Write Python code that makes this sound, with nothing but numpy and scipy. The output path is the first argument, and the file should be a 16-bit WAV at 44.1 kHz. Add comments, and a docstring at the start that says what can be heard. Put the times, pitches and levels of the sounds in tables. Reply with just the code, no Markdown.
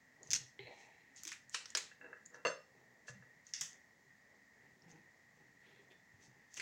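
"""Breaking up a pomegranate

Close to the microphone, hands break up a pomegranate over a china plate on a stone kitchen counter,
a wooden spoon held in one of them. The rind snaps and tears, wet pulp squishes, the spoon knocks and
sets the plate ringing, pieces thud down and slide, and fingers rub the peel. The small hard room
answers each sound over a quiet background with a narrow band of hiss."""
import sys
import numpy as np
from scipy import signal
from scipy.fft import rfft, irfft
from scipy.io import wavfile

SR = 44100
rng = np.random.default_rng(int(sys.argv[2]) if len(sys.argv) > 2 else 0)


def materialize(psi):
    """Save the field psi as 16-bit PCM at rate SR to the path in sys.argv[1].

    A 1-D psi becomes a single channel; in a 2-D psi each row is a channel.
    """
    bounded = np.clip(np.atleast_2d(psi).T, -1, 1)
    quanta = np.round(bounded * 32767).astype(np.int16)
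    wavfile.write(sys.argv[1], SR, quanta)


N = 291833
TIME = np.arange(N) / SR

# Bending modes of the wooden spoon. Each row: pitch in Hz, level in dB, t60 in seconds.
SPOON_MODES = [(511, -14.5, 0.05), (592, -16, 0.035), (1392, -8.5, 0.033), (1673, 10, 0.021),
               (1976, -8, 0.025), (2706, -2.5, 0.06), (3870, -7, 0.015)]


def undb(db):
    """Decibels to gain."""
    return 10 ** (np.asarray(db) / 20)


def unit(x):
    """Scale to rms 1."""
    return x / np.sqrt(np.mean(x ** 2))


def add(track, s, sound):
    """Mix a sound into the track at s seconds."""
    i = int(s * SR)
    track[i:i + len(sound)] += sound[:N - i]


def convolve(x, response):
    """Filter x, keeping its length."""
    return signal.fftconvolve(x, response)[:len(x)]


def soften(x, bright_hz):
    """Low-pass: a softer contact passes less treble."""
    return signal.sosfilt(signal.butter(2, min(bright_hz, SR / 2 - 1), fs=SR, output="sos"), x)


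def radiate(x, hz):
    """High-pass: a small object sends out almost no bass."""
    return signal.sosfilt(signal.butter(4, hz, "high", fs=SR, output="sos"), x)


def flutter(hz, size):
    """Random wavering up to the given rate, rms 1."""
    return unit(soften(rng.standard_normal(size), hz))


def swells(rows):
    """Smooth rises and falls of pressure from rows of middle in seconds, half-width in seconds, dB."""
    return sum(undb(db) * np.exp(-((TIME - s) / width) ** 2) for s, width, db in rows)


def impulse(points, size=2048):
    """Minimum-phase click with the given (Hz, dB) spectrum, peak 1."""
    hz, db = np.transpose(points)
    log_hz = np.log(np.fft.rfftfreq(size, 1 / SR) + 1)
    log_gain = np.log(undb(np.interp(log_hz, np.log(hz), db)))
    cepstrum = irfft(log_gain)
    cepstrum[1:size // 2] *= 2
    cepstrum[size // 2 + 1:] = 0
    click = irfft(np.exp(rfft(cepstrum)))
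    return click / np.abs(click).max()


def ring(modes, size=22050):
    """Decaying sines of a struck object, from rows of Hz, dB, t60 in seconds."""
    t = np.arange(size) / SR
    hz, db, t60 = np.transpose(modes)[:, :, None]
    return np.sum(undb(db) * np.exp(-np.log(1000) * t / t60) * np.sin(2 * np.pi * hz * t), axis=0)


def pip(hz, rise_s, size):
    """A tone that swells smoothly and dies within a few rise times."""
    t = np.arange(size) / SR
    swell = (t / rise_s) ** 2 * np.exp(-t / rise_s)
    return swell / swell.max() * np.sin(2 * np.pi * hz * t)


def friction(colour, grains_per_s, spread_db):
    """Dense tiny slips of uneven size, rms 1."""
    slips = (rng.random(N) < grains_per_s / SR) * rng.choice([-1, 1], N)
    sizes = undb(spread_db * np.clip(rng.standard_normal(N), -2, 2))
    return unit(convolve(slips * sizes, impulse(colour)))


def background(floor_db=-74, swells_db=-83, hiss_db=-69, hiss_hz=1895, hiss_width_hz=150):
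    """Low room tone with swells in its lower middle, and a narrow, wavering band of hiss."""
    # Steady room tone. Each row: frequency in Hz, relative density in dB.
    floor_colour = [(25, -27.5), (75, -4.5), (140, 0.5), (260, -0.5), (350, -13), (800, -7.5), (1250, -12),
                    (2400, -24), (3300, -19), (7000, -15), (9000, -29), (13500, -31), (15200, -23.5),
                    (16000, -26)]
    room_tone = unit(convolve(rng.standard_normal(N), impulse(floor_colour)))
    low_mids = unit(radiate(soften(soften(rng.standard_normal(N), 850), 850), 300))
    low_mids *= undb(4.5 * flutter(hz=4, size=N))
    band = signal.lfilter(*signal.iirpeak(hiss_hz, hiss_hz / hiss_width_hz, fs=SR),
                          rng.standard_normal(N))
    hiss = unit(signal.lfilter(*signal.iirpeak(hiss_hz, Q=3, fs=SR), band))
    waver = undb(1.5 * np.interp(TIME, np.linspace(0, TIME[-1], 70), rng.standard_normal(70)))
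    return undb(floor_db) * room_tone + undb(swells_db) * low_mids + undb(hiss_db) * waver * hiss


def kitchen(x, low_t60=0.31, mid_t60=0.32, high_t60=0.26, build_s=0.00068, wall_s=0.028, size=16384):
    """Early reflections from counter and tiles melt into a short tail whose treble dies first."""
    t = np.arange(size) / SR
    walls = (rng.random(size) < 1 / 100) * rng.standard_normal(size) * 10
    echoes = rng.standard_normal(size) + undb(-3) * walls * np.exp(-t / wall_s)
    echoes *= 1 - np.exp(-t / build_s)
    low, below_top = (signal.sosfiltfilt(signal.butter(2, hz, fs=SR, output="sos"), echoes)
                      for hz in (1500, 7000))
    bands = ((low, low_t60), (below_top - low, mid_t60), (echoes - below_top, high_t60))
    response = sum(band * np.exp(-np.log(1000) * t / t60) for band, t60 in bands)
    return convolve(x, response / np.linalg.norm(response))


def scrape(touch_s=5.905, touch_db=-69):
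    """Light, gritty friction in a few short pushes; one of them leaves a thin ring in the china."""
    # Faint scrapes on the plate. Each row: middle in seconds, half-width in seconds, level in dB.
    pushes = [(5.68, 0.049, -72.5), (5.76, 0.07, -73.5), (5.92, 0.014, -66), (5.98, .035, -97)]
    # Colour of the grit. Each row: frequency in Hz, level in dB.
    grit_colour = [(200, -24), (400, 4), (600, -8.5), (1200, -13.5), (2400, -2.5), (3000, -9), (3450, -2.5),
                   (4000, -12), (9000, -31.5)]
    out = swells(pushes) * friction(grit_colour, grains_per_s=920, spread_db=2.5)
    add(out, touch_s, undb(touch_db) * ring([(3530, 0.017, 0.29)]))
    return out


def rubs(fibre_db=-31, fibre_growth=.7):
    """Peel crackles under the fingers, single fibres give under the strain, and moving hands rustle."""
    # Fingers strain the peel. Each row: middle in seconds, half-width in seconds, level in dB.
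    finger_rubs = [(.275, 0.04, -70), (.318, 0.0055, -38), (.354, 0.017, -39.5), (.8, 0.077, -71.5),
                   (1.187, 0.027, -62), (1.285, 0.048, -58), (1.542, 0.019, -55.5), (1.69, 0.021, -66),
                   (2.355, 0.015, -68.5), (3.09, 0.019, -59), (3.49, 0.032, -68), (3.595, 0.028, -58.5),
                   (4.905, 0.018, -69.5), (6.241, 0.032, -68), (6.589, 0.051, -59)]
    # Bright crackle of the peel. Each row: frequency in Hz, level in dB.
    peel_colour = [(200, -10), (700, -21), (2000, -2), (4000, -1), (6200, 7.5), (7500, 0.5), (9500, -15.5),
                   (15000, -32.5)]
    # The hands shift. Each row: middle in seconds, half-width in seconds, level in dB.
    hand_shifts = [(.32, 0.13, -68), (1.26, 0.025, -95), (2.78, .065, -70), (3.16, 0.052, -79.5),
                   (4.66, 0.074, -72.5), (4.92, 0.097, -66.5), (5.42, 0.1, -73), (5.74, 0.18, -73.5),
                   (6.27, 0.19, -73), (6.59, 0.017, -62.5)]
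    # Dull rustle of the hands. Each row: frequency in Hz, level in dB.
    hand_colour = [(60, -14), (140, 11.5), (270, -2.5), (410, 7.5), (600, -10.5), (830, 1.5), (1200, -13.5),
                   (2400, -8.5), (3500, -22.5), (5000, -25.5), (12000, -55.5)]
    strain = swells(finger_rubs)
    peel = strain * friction(peel_colour, grains_per_s=2400, spread_db=4)
    fibres = strain ** fibre_growth * friction(peel_colour, grains_per_s=130, spread_db=1.5)
    hands = swells(hand_shifts) * friction(hand_colour, grains_per_s=700, spread_db=5)
    return peel + undb(fibre_db) * fibres + hands


def slide_pressure(ease_db_per_s, attack_s=0.014):
    """Each slide grips at once, holds, and eases off steadily."""
    # Fruit and hand slide over the plate. Each row: start in seconds, hold in seconds, level in dB.
    slides = [(0.586, 0.058, -59), (5.646, 0.12, -80.5)]
    pressure = np.zeros(N)
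    for s, hold, db in slides:
        grip = np.clip((TIME - s) / attack_s, 0, 1)
        pressure += grip * undb(db - ease_db_per_s * np.maximum(TIME - s - hold, 0))
    return pressure


def drag(lift_s=.592, tap_db=-58, tick_db=-38, treble_hz=3200):
    """A hollow tap with a tick on top, and small slips that dull as the pressure eases."""
    # The hollow fruit as it lifts and slides. Each row: frequency in Hz, level in dB.
    hollow_colour = [(200, -29), (420, 6.5), (600, -20), (800, 4), (1050, -16), (1500, -21), (1850, 2),
                     (2300, 5), (2950, -7.5), (3250, -5.5), (3650, -8.5), (4100, 2.5), (4700, -22.5),
                     (9000, -39)]
    slips = friction(hollow_colour, grains_per_s=1200, spread_db=-4)
    out = soften(soften(slips, treble_hz), treble_hz) * slide_pressure(ease_db_per_s=34)
    out += radiate(slips, treble_hz) * slide_pressure(ease_db_per_s=100)
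    tick = radiate(ring([(2110, 1, 0.027), (3140, 0.82, 0.0069)]), 2180)
    add(out, lift_s, undb(tap_db) * impulse(hollow_colour))
    add(out, lift_s, undb(tick_db) * soften(tick, treble_hz))
    return out


def groan(flutter_hz=130):
    """The fruit sticks and groans, rising in pitch as it lifts off the plate."""
    # Course of the groan. Each row: time in seconds, pitch in Hz, level in dB.
    course = [(0.643, 450, -91), (0.689, 594, -56.5), (0.719, 680.6, -59), (0.759, 818, -71),
              (.8, 809, -73), (0.852, 815, -67.5), (0.93, 736, -78.5), (1.02, 716, -100)]
    when, hz, db = np.transpose(course)
    phase = 2 * np.pi * np.cumsum(np.interp(TIME, when, hz)) / SR
    rough_tone = unit(flutter(flutter_hz, N) * np.sin(phase))
    return np.interp(TIME, when, undb(db), left=0, right=0) * rough_tone


def thuds(push_s=0.0031, t60=0.127, faint_db=-70, spread_db=5.5, low_hz=99, high_hz=513, size=22050):
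    """Soft pushes, each ringing one low, damped resonance; fainter ones come at random."""
    # Fruit and hands land on the plate. Each row: start in seconds, level in dB, pitch in Hz.
    landings = [(0.292, -51, 121), (0.323, -60.5, 295), (0.405, -51.5, 130), (0.592, -43.5, 398),
                (0.599, -52, 126), (0.628, -52.5, 395), (0.648, -56, 120), (1.255, -54.5, 330),
                (1.753, -53, 351), (1.775, -53.5, 412), (2.452, -49.5, 164), (2.4561, -47, 310),
                (2.457, -39, 416), (3.097, -48, 127), (3.151, -52.5, 193), (3.201, -55, 134),
                (3.612, -56, 151), (4.86, -53.5, 173), (4.885, -63, 411), (4.927, -54, 156),
                (4.945, -59.5, 324), (5.72, -60.5, 392), (5.792, -59.5, 400), (6.141, -54, 106.4),
                (6.282, -54, 132)]
    out, t = np.zeros(N), np.arange(size) / SR
    envelope = (1 - np.exp(-t / push_s)) * np.exp(-np.log(1000) * t / t60)
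    faint = [(when * TIME[-1],
              faint_db + spread_db * (2 * force - 1),
              low_hz * (high_hz / low_hz) ** pitch) for when, force, pitch in rng.random((44, 3))]
    for s, db, hz in landings + faint:
        add(out, s, undb(db) * envelope * np.sin(2 * np.pi * hz * t))
    return out


def squishes(rise_s=0.0003, low_ratio=0.68, low_db=-18, after_db=-11, after_s=0.006, size=1024):
    """Wet pulp gives with a rounded pip and a weaker, lower one; three smaller ones follow."""
    # Small, moist bursts of pulp. Each row: start in seconds, level in dB, pitch in Hz.
    bursts = [(0.231, -43.5, 6750), (0.2727, -48, 6300), (1.1625, -47, 6800), (1.1698, -48, 7000),
              (1.1835, -52.5, 6600), (2.2558, -52, 6700), (2.2605, -41.5, 7000), (2.345, -51, 6000),
              (3.468, -45.5, 6520), (3.731, -47, 6400), (4.821, -56, 5330), (4.915, -51, 6400)]
    out = np.zeros(N)
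    for s, db, hz in bursts:
        squish = pip(hz, rise_s, size) + undb(low_db) * pip(hz * low_ratio, rise_s, size)
        add(out, s, undb(db) * squish)
        for late in rng.random(3):
            add(out, s + after_s * late, undb(db + after_db) * squish)
    return out


def spoon_rubs(bright_hz=620, low_cut_hz=330):
    """Sliding contact keeps the spoon's modes sounding, dull and rough."""
    # The spoon rubs along the fruit. Each row: middle in seconds, half-width in seconds, level in dB.
    strokes = [(2.062, 0.045, -60.5), (2.125, 0.016, -68), (2.37, 0.045, -62.5)]
    wood = soften(radiate(ring(SPOON_MODES), low_cut_hz), bright_hz)
    return swells(strokes) * unit(convolve(rng.standard_normal(N), wood))


def spoon_bumps(grip_detune=0.016, contact_s=0.0062, roughness=0.28, press_s=0.0009, low_cut_hz=330):
    """The spoon clunks on the soft fruit; the grip shifts its modes and the contact scuffs a little."""
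    # Spoon and fruit touch. Each row: start in seconds, level in dB, contact brightness in Hz.
    touches = [(1.7502, -29.5, 1000), (1.914, -53.5, 3260), (2.012, -50, 2870), (2.023, -55, 1900),
               (2.043, -51, 3000), (2.063, -51.5, 2700), (2.1291, -39, 1710), (2.167, -55, 1700),
               (2.3435, -42.5, 1470), (3.0814, -42.5, 1900), (3.2237, -50.5, 1600)]
    out, t = np.zeros(N), np.arange(512) / SR
    for s, db, bright_hz in touches:
        modes = [(hz * (1 + grip_detune * rng.standard_normal()), mode_db, t60)
                 for hz, mode_db, t60 in SPOON_MODES]
        scuff = rng.standard_normal(len(t)) * t * np.exp(-t / contact_s)
        wood = ring(modes)
        wood *= 1 - np.exp(-TIME[:len(wood)] / press_s)
        clunk = wood + roughness * convolve(wood, scuff / np.linalg.norm(scuff))
        add(out, s, undb(db) * soften(soften(clunk, bright_hz), bright_hz))
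    return radiate(out, low_cut_hz)


def knocks(ring_db=-23, wood_cut_hz=70, plate_cut_hz=380, chatter=0.74, chatter_hz=60, size=22050):
    """Wood clacks and the china rings on, each mode unevenly as the loaded plate chatters on stone."""
    # The spoon strikes the plate. Each row: start in seconds, level in dB, contact brightness in Hz,
    # offset of the ring in dB.
    strikes = [(2.4508, -27, 2520, 13), (2.4526, -30, 3000, 8), (2.4570, -11.5, 1360, -10.5),
               (2.4662, -27.5, 2000, 0), (2.4703, -26.5, 4800, 1.5), (2.478, -35, 3500, -8),
               (3.0850, -45.5, 3640, 6.5)]
    # Modes of the china plate. Each row: pitch in Hz, level in dB, t60 in seconds.
    plate_modes = [(488, -6, 0.12), (530.8, -4.5, 0.32), (584.8, -1, 0.2), (723, -3.5, 0.071),
                   (1040, -9, 0.22), (1215, 2.5, 0.13), (1485, -0.5, 0.15), (1707, -2.5, 0.11),
                   (2055, -2.5, 0.064), (2715, -3, 0.052), (2748, 6, 0.067), (3505, -9, 0.13),
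                   (4410, -2, 0.1), (4770, 1, 0.095), (5340, -12, 0.41), (6310, 4, 0.18), (7494, 8, 0.15),
                   (8630, 1, 0.17)]
    # Dry clack of the wood. Each row: frequency in Hz, level in dB.
    wood_colour = [(80, -22), (170, -2), (300, -17.5), (530, -25), (700, 6.5), (850, -11), (1150, 0),
                   (1700, 11.5), (2300, -2.5), (2800, 2), (3600, -2), (6500, 3), (9000, -23), (14000, -34)]
    clacks, rings = np.zeros(N), np.zeros(N)
    clack = radiate(impulse(wood_colour), wood_cut_hz)
    partials = [ring([mode], size) for mode in plate_modes]
    for s, db, bright_hz, offset_db in strikes:
        china = sum(partial * (1 + chatter * flutter(chatter_hz, size)) for partial in partials)
        china = radiate(china, plate_cut_hz)
        add(clacks, s, undb(db) * soften(clack, bright_hz))
        add(rings, s, undb(db + ring_db + offset_db) * soften(china, bright_hz))
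    return clacks, rings


def rind_piece(shell, share=.5, rise_cycles=0.79, low_hz=1500, high_hz=7000):
    """Every piece of rind has its own four woody resonances; they take a share of the shell's click."""
    woody = sum(unit(pip(hz, rise_cycles / hz, len(shell))) for hz in rng.uniform(low_hz, high_hz, 4))
    woody *= np.linalg.norm(shell) / np.linalg.norm(woody)
    return np.sqrt(1 - share) * shell + np.sqrt(share) * woody


def tearing(shell_db, size, splinter=0.55, fibres_per_s=3000, stragglers_per_s=260, straggler_s=.014):
    """A first break, then fibres tear, longer the more shell it takes; the last give one by one."""
    t = np.arange(size) / SR
    tear_ms = 2 * undb(shell_db) ** .6
    fibres = (rng.random(size) < fibres_per_s / SR) * rng.standard_normal(size)
    fibres *= np.sqrt(t) * np.exp(-t * 1000 / tear_ms)
    tear = splinter * tear_ms * fibres / np.linalg.norm(fibres)
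    tear[0] = 1
    tear /= np.sqrt(np.linalg.norm(tear))  # a slow tear has a weaker first break
    stragglers = (rng.random(size) < stragglers_per_s / SR) * rng.uniform(-1.2, 1, size)
    return tear + undb(-13 + shell_db / 2) * stragglers * np.exp(-t / straggler_s)


def cracks(rise_cycles=0.78, edge_hz=10000, top_hz=15000, snap_room_db=-6, shell_room_db=-1, size=16384):
    """Rind breaks with a pitched snap and a broad click; the room's share shifts as the fruit turns."""
    # Breaks in the rind. Each row: start in seconds, level in dB, snap pitch in Hz, then the gains of
    # the shell and of the crisp edge in dB.
    breaks = [(0.3055, -24.5, 6100, -9, -9.5), (0.3124, -25, 6200, -6.5, -7.5),
              (0.317, -26.5, 6160, -18.5, -19.5), (.323, -29, 5940, -14.5, -9),
              (0.3330, -13, 6160, -10, -8), (0.334, -31.5, 1980, -3.5, -14),
              (0.337, -25, 6030, -1.5, -20.5), (0.3415, -18, 6300, -24.5, -25), (0.3485, -30, 6000, -3, -7),
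              (0.3522, -30, 6500, -3, -11.5), (0.3574, -30, 6300, -5, -13), (0.3621, -27, 6260, -5.5, -13),
              (1.235, -34.5, 6600, -10, 5), (1.2426, -45, 6330, -16, -14), (1.252, -34.5, 6000, -2, 0),
              (1.2712, -39, 6500, 2, -6), (1.2767, -34.5, 6500, 1.5, 0), (1.2891, -43, 5900, 6, -8),
              (1.318, -37, 2140, 5, -7), (1.3272, -39.5, 6200, -7.5, -17), (1.3317, -40, 2350, -8, -6),
              (1.496, -40, 7000, -16, -11), (1.5445, -31.5, 5680, 10, -38), (1.5474, -29, 5520, 5, -26),
              (1.6575, -35, 5600, -4, -16.5), (1.7033, -38.5, 6600, -5, -18), (1.75, -24, 5240, 4, -9),
              (1.7519, -24, 5800, -2, -22), (1.756, -31, 5300, -7, -24), (1.7722, -28.5, 6400, 6.5, -2),
              (1.7734, -45, 6000, 9, -16), (3.5369, -25.5, 5930, -7.5, -22), (3.6109, -24, 6600, -13, -4),
              (3.6127, -32.5, 5900, 3, -23.5), (6.5421, -40, 6450, -20, 0), (6.5692, -43, 6300, 5, -14),
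              (6.5741, -40.5, 6030, 5, -3), (6.5981, -35.5, 2220, 5.5, -10)]
    # The shell of rind as it cracks. Each row: frequency in Hz, level in dB.
    shell_colour = [(100, -31.5), (280, -21.5), (460, 3), (700, -12.5), (1000, 1), (2000, 1.5), (3500, 4.5),
                    (5500, 0.5), (7500, 5.5), (10000, -10), (12500, -28), (15500, -30)]
    # The fruit as it comes apart. Each row: time in seconds, gain in dB of the sound the hands turn
    # away into the room, lowest pitch of the loose shell in Hz.
    fruit_states = [(0.331, -14, 1500), (1.271, -0.5, 900), (1.55, -1.5, 504), (1.75, -1.5, 206.7),
                    (3.54, 7.5, 1480), (3.61, 5, 441.5), (6.55, 2, 252)]
    when, turned_db, lowest_hz = np.transpose(fruit_states)
    out = np.zeros(N)
    shell = np.pad(impulse(shell_colour), (0, size))[:size]
    edge = radiate(soften(signal.unit_impulse(size) + 1e-18, top_hz), edge_hz)
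    for s, db, hz, shell_db, edge_db in breaks:
        tear = tearing(shell_db, size)
        snap = pip(hz, rise_cycles / hz, size) + undb(edge_db) * edge
        body = undb(shell_db) * radiate(rind_piece(shell) + 1e-18, np.interp(s, when, lowest_hz))
        send = undb(snap_room_db) * snap + undb(shell_room_db) * body
        send *= undb(np.interp(s, when, turned_db)) * np.linalg.norm(tear)
        add(out, s, undb(db) * (convolve(tear, snap + body) + kitchen(send)))
    return out


def scene(clack_room_db=-1, plate_room_db=-6, spoon_room_db=-3, soft_room_db=-5, pulp_room_db=-8):
    """All sources close to one microphone, each with its share of the room."""
    clacks, plate = knocks()
    spoon = spoon_bumps() + spoon_rubs()
    soft = thuds() + drag() + groan() + rubs() + scrape()
    pulp = squishes()
    send = undb(clack_room_db) * clacks + undb(plate_room_db) * plate
    send += undb(spoon_room_db) * spoon + undb(soft_room_db) * soft + undb(pulp_room_db) * pulp
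    return (cracks() + clacks + plate + spoon + soft + pulp + kitchen(send) + background())[None]


def record(dry):
    """The phone cuts the top steeply above 16.1 kHz."""
    return signal.sosfilt(signal.ellip(10, .2, 70, 16100, fs=SR, output="sos"), dry)


dry = scene()
out = record(dry)
materialize(out)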